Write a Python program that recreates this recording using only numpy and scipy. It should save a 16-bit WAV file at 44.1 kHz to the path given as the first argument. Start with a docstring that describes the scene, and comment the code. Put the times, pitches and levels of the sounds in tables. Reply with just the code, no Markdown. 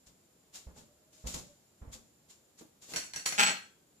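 """A small, hard kitchen. Someone walks barefoot over the wooden floor to a steel sink: heels thud,
boards knock, soles and clothes brush. A hand bumps among the things on the drainer, metal clinks
against glass, and a utensil judders over the steel in stick and slip, ringing as it comes free.
Behind it lie still air, hiss and a faint far tone; the microphone rings near 7 kHz."""
import sys
import numpy as np
from scipy import signal
from scipy.fft import rfft, irfft
from scipy.io import wavfile

SR = 44100
rng = np.random.default_rng(int(sys.argv[2]) if len(sys.argv) > 2 else 0)


def persist_wave(psi):
    """Save psi, clipped to +-1, as 16-bit WAV."""
    counts = np.round(np.clip(psi, -1, 1) * 32767).astype(np.int16)
    wavfile.write(sys.argv[1], SR, np.atleast_2d(counts).T)


N = 176400


def from_db(db):
    """Decibels to gain."""
    return np.exp(np.asarray(db) * (np.log(10) / 20))


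def unit(x):
    """Scale to a mean energy of one per channel."""
    return x / np.sqrt(np.mean(np.sum(x ** 2, axis=-1)) + 1e-20)


def pan(db):
    """Stereo gains for a left-minus-right level."""
    return from_db(np.array([db, -db]).reshape(2, -1) / 2)


def convolve(x, response):
    """Apply an impulse response; keep N samples."""
    x, response = np.atleast_2d(x).astype("f"), np.atleast_2d(response).astype("f")
    return signal.fftconvolve(x, response, axes=-1)[:, :N].astype(float)


def colour(spectrum, size=4096):
    """Minimum-phase impulse response from (Hz, dB) points on a log-frequency axis."""
    hz, db = np.transpose(spectrum)
    bins_hz = np.fft.rfftfreq(size, 1 / SR)
    gain = from_db(np.interp(np.log(bins_hz + 1), np.log(hz), db))
    cepstrum = irfft(np.log(gain))
    cepstrum[1:size // 2] *= 2
    cepstrum[size // 2 + 1:] = 0
    return irfft(np.exp(rfft(cepstrum)))


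def clicks(times_s, levels_db):
    """One impulse per contact."""
    out = np.zeros(N)
    np.add.at(out, np.clip((np.asarray(times_s) * SR).astype(int), 0, N - 1), from_db(levels_db))
    return out


def decay(t60_s):
    """One second of exponential decay."""
    return from_db(np.maximum(-60 * np.arange(SR) / SR / t60_s, -160))


def diffuse(count, crossover_hz=450):
    """Diffuse-field stereo noise: alike in the bass, unrelated in the treble."""
    mid, side = rng.standard_normal((2, count))
    low, high = (signal.butter(1, crossover_hz, kind, fs=SR) for kind in ("low", "high"))
    mid = mid + (np.sqrt(2) - 1) * signal.lfilter(*low, mid)
    side = signal.lfilter(*high, side)
    return np.stack([mid + side, mid - side]) / np.sqrt(2)


def dense_ring(t60_s, attack_s):
    """Many close modes that build up and die together."""
    onset = 1 - np.exp(-(np.arange(SR) / SR / attack_s) ** 2)
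    return unit(diffuse(SR) * decay(t60_s) * onset)


def knocks(times_s, levels_db, spectrum, t60_s, attack_s):
    """Blows on a many-mode body; each hits another spot and has its own colour."""
    out = np.zeros((2, N + SR))
    for time_s, gain in zip(times_s, from_db(levels_db)):
        start = int(time_s * SR)
        out[:, start:start + SR] += gain * dense_ring(t60_s, attack_s)
    return convolve(out, unit(colour(spectrum)))


def resonator(x, hz, t60_s):
    """Two-pole mode: a unit click leaves a dying sine of unit energy."""
    r, w = from_db(-60 / (t60_s * SR)), 2 * np.pi * hz / SR
    gain = np.sin(w) * np.sqrt(2 * (1 - r * r))
    return signal.lfilter([0, gain], [1, -2 * r * np.cos(w), r * r], x + 1e-18)


def jolted_mode(contacts, hz, t60_s, jolt_rad=0.9):
    """Each contact adds energy and jolts the phase, so the ring is rough while contacts last."""
    retained = from_db(-120 / (t60_s * SR))
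    energy = signal.lfilter([1], [1, -retained], contacts ** 2 + 1e-24)
    phase = np.cumsum(jolt_rad * contacts / np.sqrt(energy) * rng.standard_normal(N))
    return np.sqrt(2 * (1 - retained) * energy) * np.sin(2 * np.pi * hz * np.arange(N) / SR + phase)


def kitchen(x, room_db):
    """Direct sound plus the tail of the hard room."""
    return x + from_db(room_db) * convolve(x, dense_ring(t60_s=0.35, attack_s=0.0022))


# Spectrum of still air and microphone hiss: (frequency [Hz], relative level [dB])
AIR_SPECTRUM = [(25, -24.5), (70, -1), (170, 2), (330, 0), (600, -4.5), (900, -10), (2000, -15),
                (5500, -14.5), (9000, -16), (14000, -17)]


def air(level_db=-67.5, peak_hz=7190, peak_width_hz=45.8, peak_db=-79.5):
    """Quiet room and microphone hiss with one narrow peak."""
    peak = signal.lfilter(*signal.iirpeak(peak_hz, peak_hz / peak_width_hz, fs=SR), diffuse(N))
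    noise = convolve(diffuse(N), unit(colour(AIR_SPECTRUM)))
    return from_db(level_db) * noise + from_db(peak_db) * peak / peak.std()


# Course of the far tone: (time [s], pitch [Hz], level [dB])
FAR_TONE = [(.75, 560, -74), (1.15, 635, -74), (1.351, 596, -66), (1.5, 585, -66), (1.579, 566, -90)]


def far_tone(waver_hz=12.5):
    """A faint, wavering tone that rises and sinks."""
    times_s, hz, db = np.transpose(FAR_TONE)
    t = np.arange(N) / SR
    waver = signal.sosfilt(signal.butter(2, waver_hz, fs=SR, output="sos"), rng.standard_normal(N))
    envelope = np.interp(t, times_s, from_db(db), left=0, right=0)
    phase = 2 * np.pi * np.cumsum(np.interp(t, times_s, hz)) / SR
    return envelope * waver / waver.std() * np.sin(phase)


# Strokes of soles and clothes: (peak time [s], level [dB], rise [s], fall [s])
BRUSHES = [(0.072, -58.5, 0.007, 0.021), (0.557, -46.5, 0.017, 0.034), (0.787, -57, 0.026, 0.039),
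           (1.136, -62.5, 0.011, 0.22), (1.274, -39.5, 0.0057, 0.0095), (1.295, -44.5, 0.026, 0.07),
           (1.345, -36.5, 0.0043, 0.011), (1.39, -48.5, 0.069, 0.018), (1.941, -46.5, 0.016, 0.017),
           (2.306, -56, 0.014, 0.031), (2.596, -56.5, 0.016, 0.023), (2.828, -54.5, 0.011, 0.08),
           (2.912, -49, 0.025, 0.069)]
# Rubbing spectrum: (frequency [Hz], relative level [dB])
BRUSH_SPECTRUM = [(100, -9), (250, -4.5), (900, -4.5), (1700, -6.5), (2500, -3.5), (3800, 0.5), (5000, 0.5),
                  (7300, 2.5), (9000, -5.5), (14000, -11)]


def brushes(grains_per_s=12000, spread_db=0.5):
    """Skin and cloth let go in tiny grains under a quick swell and fade."""
    t = np.arange(0, N / SR, 0.001)
    power = 0
    for peak_s, db, rise_s, fall_s in BRUSHES:
        before_s, after_s = np.minimum(t - peak_s, 0), np.maximum(t - peak_s, 0)
        power += (from_db(db) * np.exp(-(before_s / rise_s) ** 2 - after_s / fall_s)) ** 2
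    envelope = np.sqrt(N * np.interp(np.arange(N) / SR, t, power + 1e-18))
    releases = rng.random(N) < grains_per_s / SR
    sizes = from_db(spread_db * np.minimum(rng.exponential(1, N), 3))
    grains = unit(releases * sizes * diffuse(N))
    rub = convolve(grains * envelope, unit(colour(BRUSH_SPECTRUM)))
    return kitchen(rub, room_db=-7) * pan(db=1.5)


# Heel and ball landings: (time [s], relative boom level [dB], relative knock level [dB])
FOOTFALLS = [(0.067, -38, -38), (0.666, -14.5, -23), (.760, -38, -24.5), (1.239, -16, -17),
             (1.257, -12.5, -23), (1.338, -20.5, -14), (1.815, -16, -21), (1.872, -17, -24),
             (1.940, -29.5, -27.5)]
# Floorboard knock: (frequency [Hz], relative level [dB])
BOARD_SPECTRUM = [(40, -7), (100, -5), (155, 3.5), (260, -4.5), (400, -10), (600, -10.5), (1000, -17),
                  (2000, -27), (6000, -56)]


def footfalls(boom_hz=63.7, heel_band_hz=(40, 150)):
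    """A soft push bends the floor, which booms briefly while the boards knock."""
    times_s, boom_db, knock_db = np.transpose(FOOTFALLS)
    floor_mode = np.sin(2 * np.pi * boom_hz * np.arange(SR) / SR) * decay(t60_s=0.078)
    push = signal.sosfilt(signal.butter(1, heel_band_hz, "band", fs=SR, output="sos"), floor_mode)
    boom = convolve(clicks(times_s, boom_db), -unit(push)) * pan(db=-3)
    knock = knocks(times_s, knock_db - 2, BOARD_SPECTRUM, t60_s=0.2, attack_s=0.0029)
    return kitchen(boom, room_db=-8) + kitchen(knock, room_db=3.5)


# Bumps on the drainer: (time [s], level [dB])
BUMPS = [(2.608, -23.5), (2.885, -30.5), (2.915, -21.5), (2.936, -17.5), (2.96, -18.5), (3.16, -25),
         (3.402, -16.5), (3.495, -17)]
# Hollow body: (frequency [Hz], relative level [dB])
HOLLOW_SPECTRUM = [(90, -12.5), (170, -2.5), (370, -1), (600, -4.5), (900, -13), (2500, -23.5)]


def bumps():
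    """Hand and utensil knock dully against hollow things."""
    thuds = knocks(*np.transpose(BUMPS), HOLLOW_SPECTRUM, t60_s=0.13, attack_s=0.001705)
    return kitchen(thuds, room_db=-4.5)


# Utensil modes: (frequency [Hz], knocked level [dB], dragged level [dB], t60 [s], left-right [dB])
UTENSIL_MODES = [(1319, -16.5, -9.5, .2, 7), (1545, -18.5, -19, .55, 7.5), (1918, -19.5, -6.5, 0.158, 5.5),
                 (3310, -34.5, -21, .55, 8.5), (4260, -8, -5.5, 0.27, 6), (5700, -4, -7, 0.25, 2),
                 (6814, -4, -16, 0.29, -12), (7510, -9.5, -21, .2, -5), (7876, -10, 1.5, 0.18, -8),
                 (9670, -9, -5.5, 0.22, 1), (11970, -16, -11, .1, -4.5)]


def knocked_ring(contacts, gain_db=-5, pitch_ratio=1.005):
    """The utensil's modes, slightly sharp while it still lies on the drainer."""
    return sum(from_db(gain_db + db) * pan(pan_db) * jolted_mode(contacts, hz * pitch_ratio, t60_s)
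               for hz, db, _, t60_s, pan_db in UTENSIL_MODES)


def dragged_ring(slips, chatter, gain_db=-13, chatter_cutoff_hz=7000):
    """Slips drive all the utensil's modes; the light chatter hardly reaches the highest."""
    ring = 0
    for hz, _, db, t60_s, pan_db in UTENSIL_MODES:
        contacts = slips + chatter / (1 + (hz / chatter_cutoff_hz) ** 4)
        ring += from_db(gain_db + db) * pan(pan_db) * jolted_mode(contacts, hz, t60_s)
    return ring


# Utensil on glass: (time [s], clatter level [dB], damped clink level [dB], free ring level [dB])
CLINKS = [(2.936, -16.5, -20, -34), (2.960, -12, -10, -27.5), (2.9635, -17.5, -13, -27.5),
          (2.969, -19.5, -16.5, -27), (3.036, -27, -26, -33), (3.135, -20, -20.5, -29.5),
          (3.160, -16.5, -15.5, -27.5), (3.195, -27.5, -23, -29), (3.2565, -28, -13, -19.5),
          (3.260, -7.5, -7, -5), (3.323, -11.5, -28, -33.5)]
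# Contact clatter: (frequency [Hz], relative level [dB])
CLATTER_SPECTRUM = [(70, -20), (170, -1.5), (400, -8), (900, 0), (1200, -4.5), (1500, 2.5), (2800, 1.5),
                    (3600, -8), (5000, -3.5), (6200, -2), (8500, -7.5), (11500, -12), (14000, -24.5)]
# Utensil modes when pinned under the fingers: (frequency [Hz], relative level [dB], t60 [s])
PINNED_MODES = [(2770, -13.5, 0.016), (4470, -5, 0.018), (5770, -5, 0.015), (6140, -11.5, .012),
                (7110, -11.5, 0.0072), (7850, -8.5, .014), (9450, -14.5, 0.012)]


def clinks():
    """Metal hits glass: a short clatter, a damped clink and what free ring the fingers allow."""
    times_s, clatter_db, clink_db, free_db = np.transpose(CLINKS)
    clatter = knocks(times_s, clatter_db, CLATTER_SPECTRUM, t60_s=0.03, attack_s=0.00079)
    taps = knocks(times_s, clink_db, [(1, 0)], t60_s=0.01, attack_s=0.00044)  # flat spectrum
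    clink = sum(from_db(db) * resonator(taps, hz, t60_s) for hz, db, t60_s in PINNED_MODES)
    impacts = clatter * pan(db=4) + clink * pan(db=-2.5)
    ring = knocked_ring(clicks(times_s, free_db))
    return kitchen(impacts, room_db=2.5) + kitchen(ring, room_db=0.5)


def smear(ticks, centre_hz=2750, width_hz=2570, left_lag_s=0.00033):
    """The sheet spreads each tick over a few cycles, which reach the left side later."""
    r = np.exp(-np.pi * width_hz / SR)
    poles = [1, -2 * r * np.cos(2 * np.pi * centre_hz / SR), r * r]
    allpass = poles[::-1] + poles
    stereo = np.vstack([np.roll(ticks, int(left_lag_s * SR)), ticks])
    return signal.sosfilt([allpass, allpass], stereo)


# Tick on steel: (frequency [Hz], relative level [dB])
STEEL_SPECTRUM = [(40, -58.5), (90, -21), (200, -6.5), (350, -22), (700, -4), (1150, -5.5), (1400, 2),
                  (1750, -3.5), (2550, 1.5), (3600, -6), (5000, -9.5), (6300, -10.5), (8000, -19),
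                  (11000, -40.5), (14000, -57)]
# Stereo balance of the sink: (frequency [Hz], left-right [dB])
SINK_BALANCE = [(100, 3), (300, 12), (700, 3), (2500, 1), (5500, 1), (7200, -8), (10000, -13.5)]


def steel_sheet(contacts, ring_db=-4.5):
    """The sink answers each contact with a sharp tick and a short, dense ring."""
    ticks = convolve(contacts, unit(colour(STEEL_SPECTRUM)))
    ring = convolve(ticks, dense_ring(t60_s=0.032, attack_s=0.003))
    steel = kitchen(smear(ticks) + from_db(ring_db) * ring, room_db=-5)
    balance = [colour([(hz, side * db / 2) for hz, db in SINK_BALANCE]) for side in (1, -1)]
    return convolve(steel, balance)


# Slips of the utensil on the steel: (time [s], level [dB])
SLIPS = [(3.38, -9), (3.385, -5), (3.3897, -3.5), (3.3947, 0), (3.397, 1.5), (3.4039, 2.5), (3.4113, -0.5),
         (3.419, -11), (3.426, -7.5), (3.43, -2.5), (3.432, -4), (3.4358, 0), (3.4641, -4.5), (3.473, -7),
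         (3.4879, -12)]
# Envelope of the fine chatter: (time [s], level [dB])
CHATTER_ENVELOPE = [(3.405, -15.5), (3.42, -10.5), (3.45, -12.5), (3.48, -8), (3.504, -12.5), (3.53, -28),
                    (3.572, -27)]


def judder(chatter_per_s=260, jitter_periods=0.35, spread_db=3.5, basin_db=-25):
    """Stick and slip ticks on the steel, drums the basin and keeps the utensil ringing."""
    envelope_s, envelope_db = np.transpose(CHATTER_ENVELOPE)
    grid_s = np.arange(envelope_s[0], envelope_s[-1], 1 / chatter_per_s)
    time_scatter, level_scatter = rng.standard_normal((SR, 2))[:len(grid_s)].T
    chatter_s = grid_s + jitter_periods * time_scatter / chatter_per_s
    chatter_db = np.interp(grid_s, envelope_s, envelope_db) + spread_db * level_scatter
    chatter = clicks(chatter_s, chatter_db)
    slips = clicks(*np.transpose(SLIPS))
    steel = steel_sheet(slips + chatter)
    ring = dragged_ring(slips, chatter)
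    basin = from_db(basin_db) * jolted_mode(slips, hz=232, t60_s=0.16) * pan(db=3)
    return steel + kitchen(ring + basin, room_db=-1.5)


def scene():
    """Steps, then the hand at the sink, over a quiet background."""
    return footfalls() + brushes() + bumps() + clinks() + judder() + air() + far_tone()


# Microphone port resonance: (frequency [Hz], width [Hz], gain [dB])
MIC_PEAKS = [(6990, 430, 6)]


def record(dry, cutoff_hz=14450):
    """The microphone port resonates in the treble; a steep low-pass cuts the top."""
    for hz, width_hz, db in MIC_PEAKS:
        resonance = signal.lfilter(*signal.iirpeak(hz, hz / width_hz, fs=SR), dry)
        dry = dry + (from_db(db) - 1) * resonance
    return signal.sosfilt(signal.ellip(10, 0.2, 80, cutoff_hz, fs=SR, output="sos"), dry)


dry = scene()
out = record(dry)
persist_wave(out)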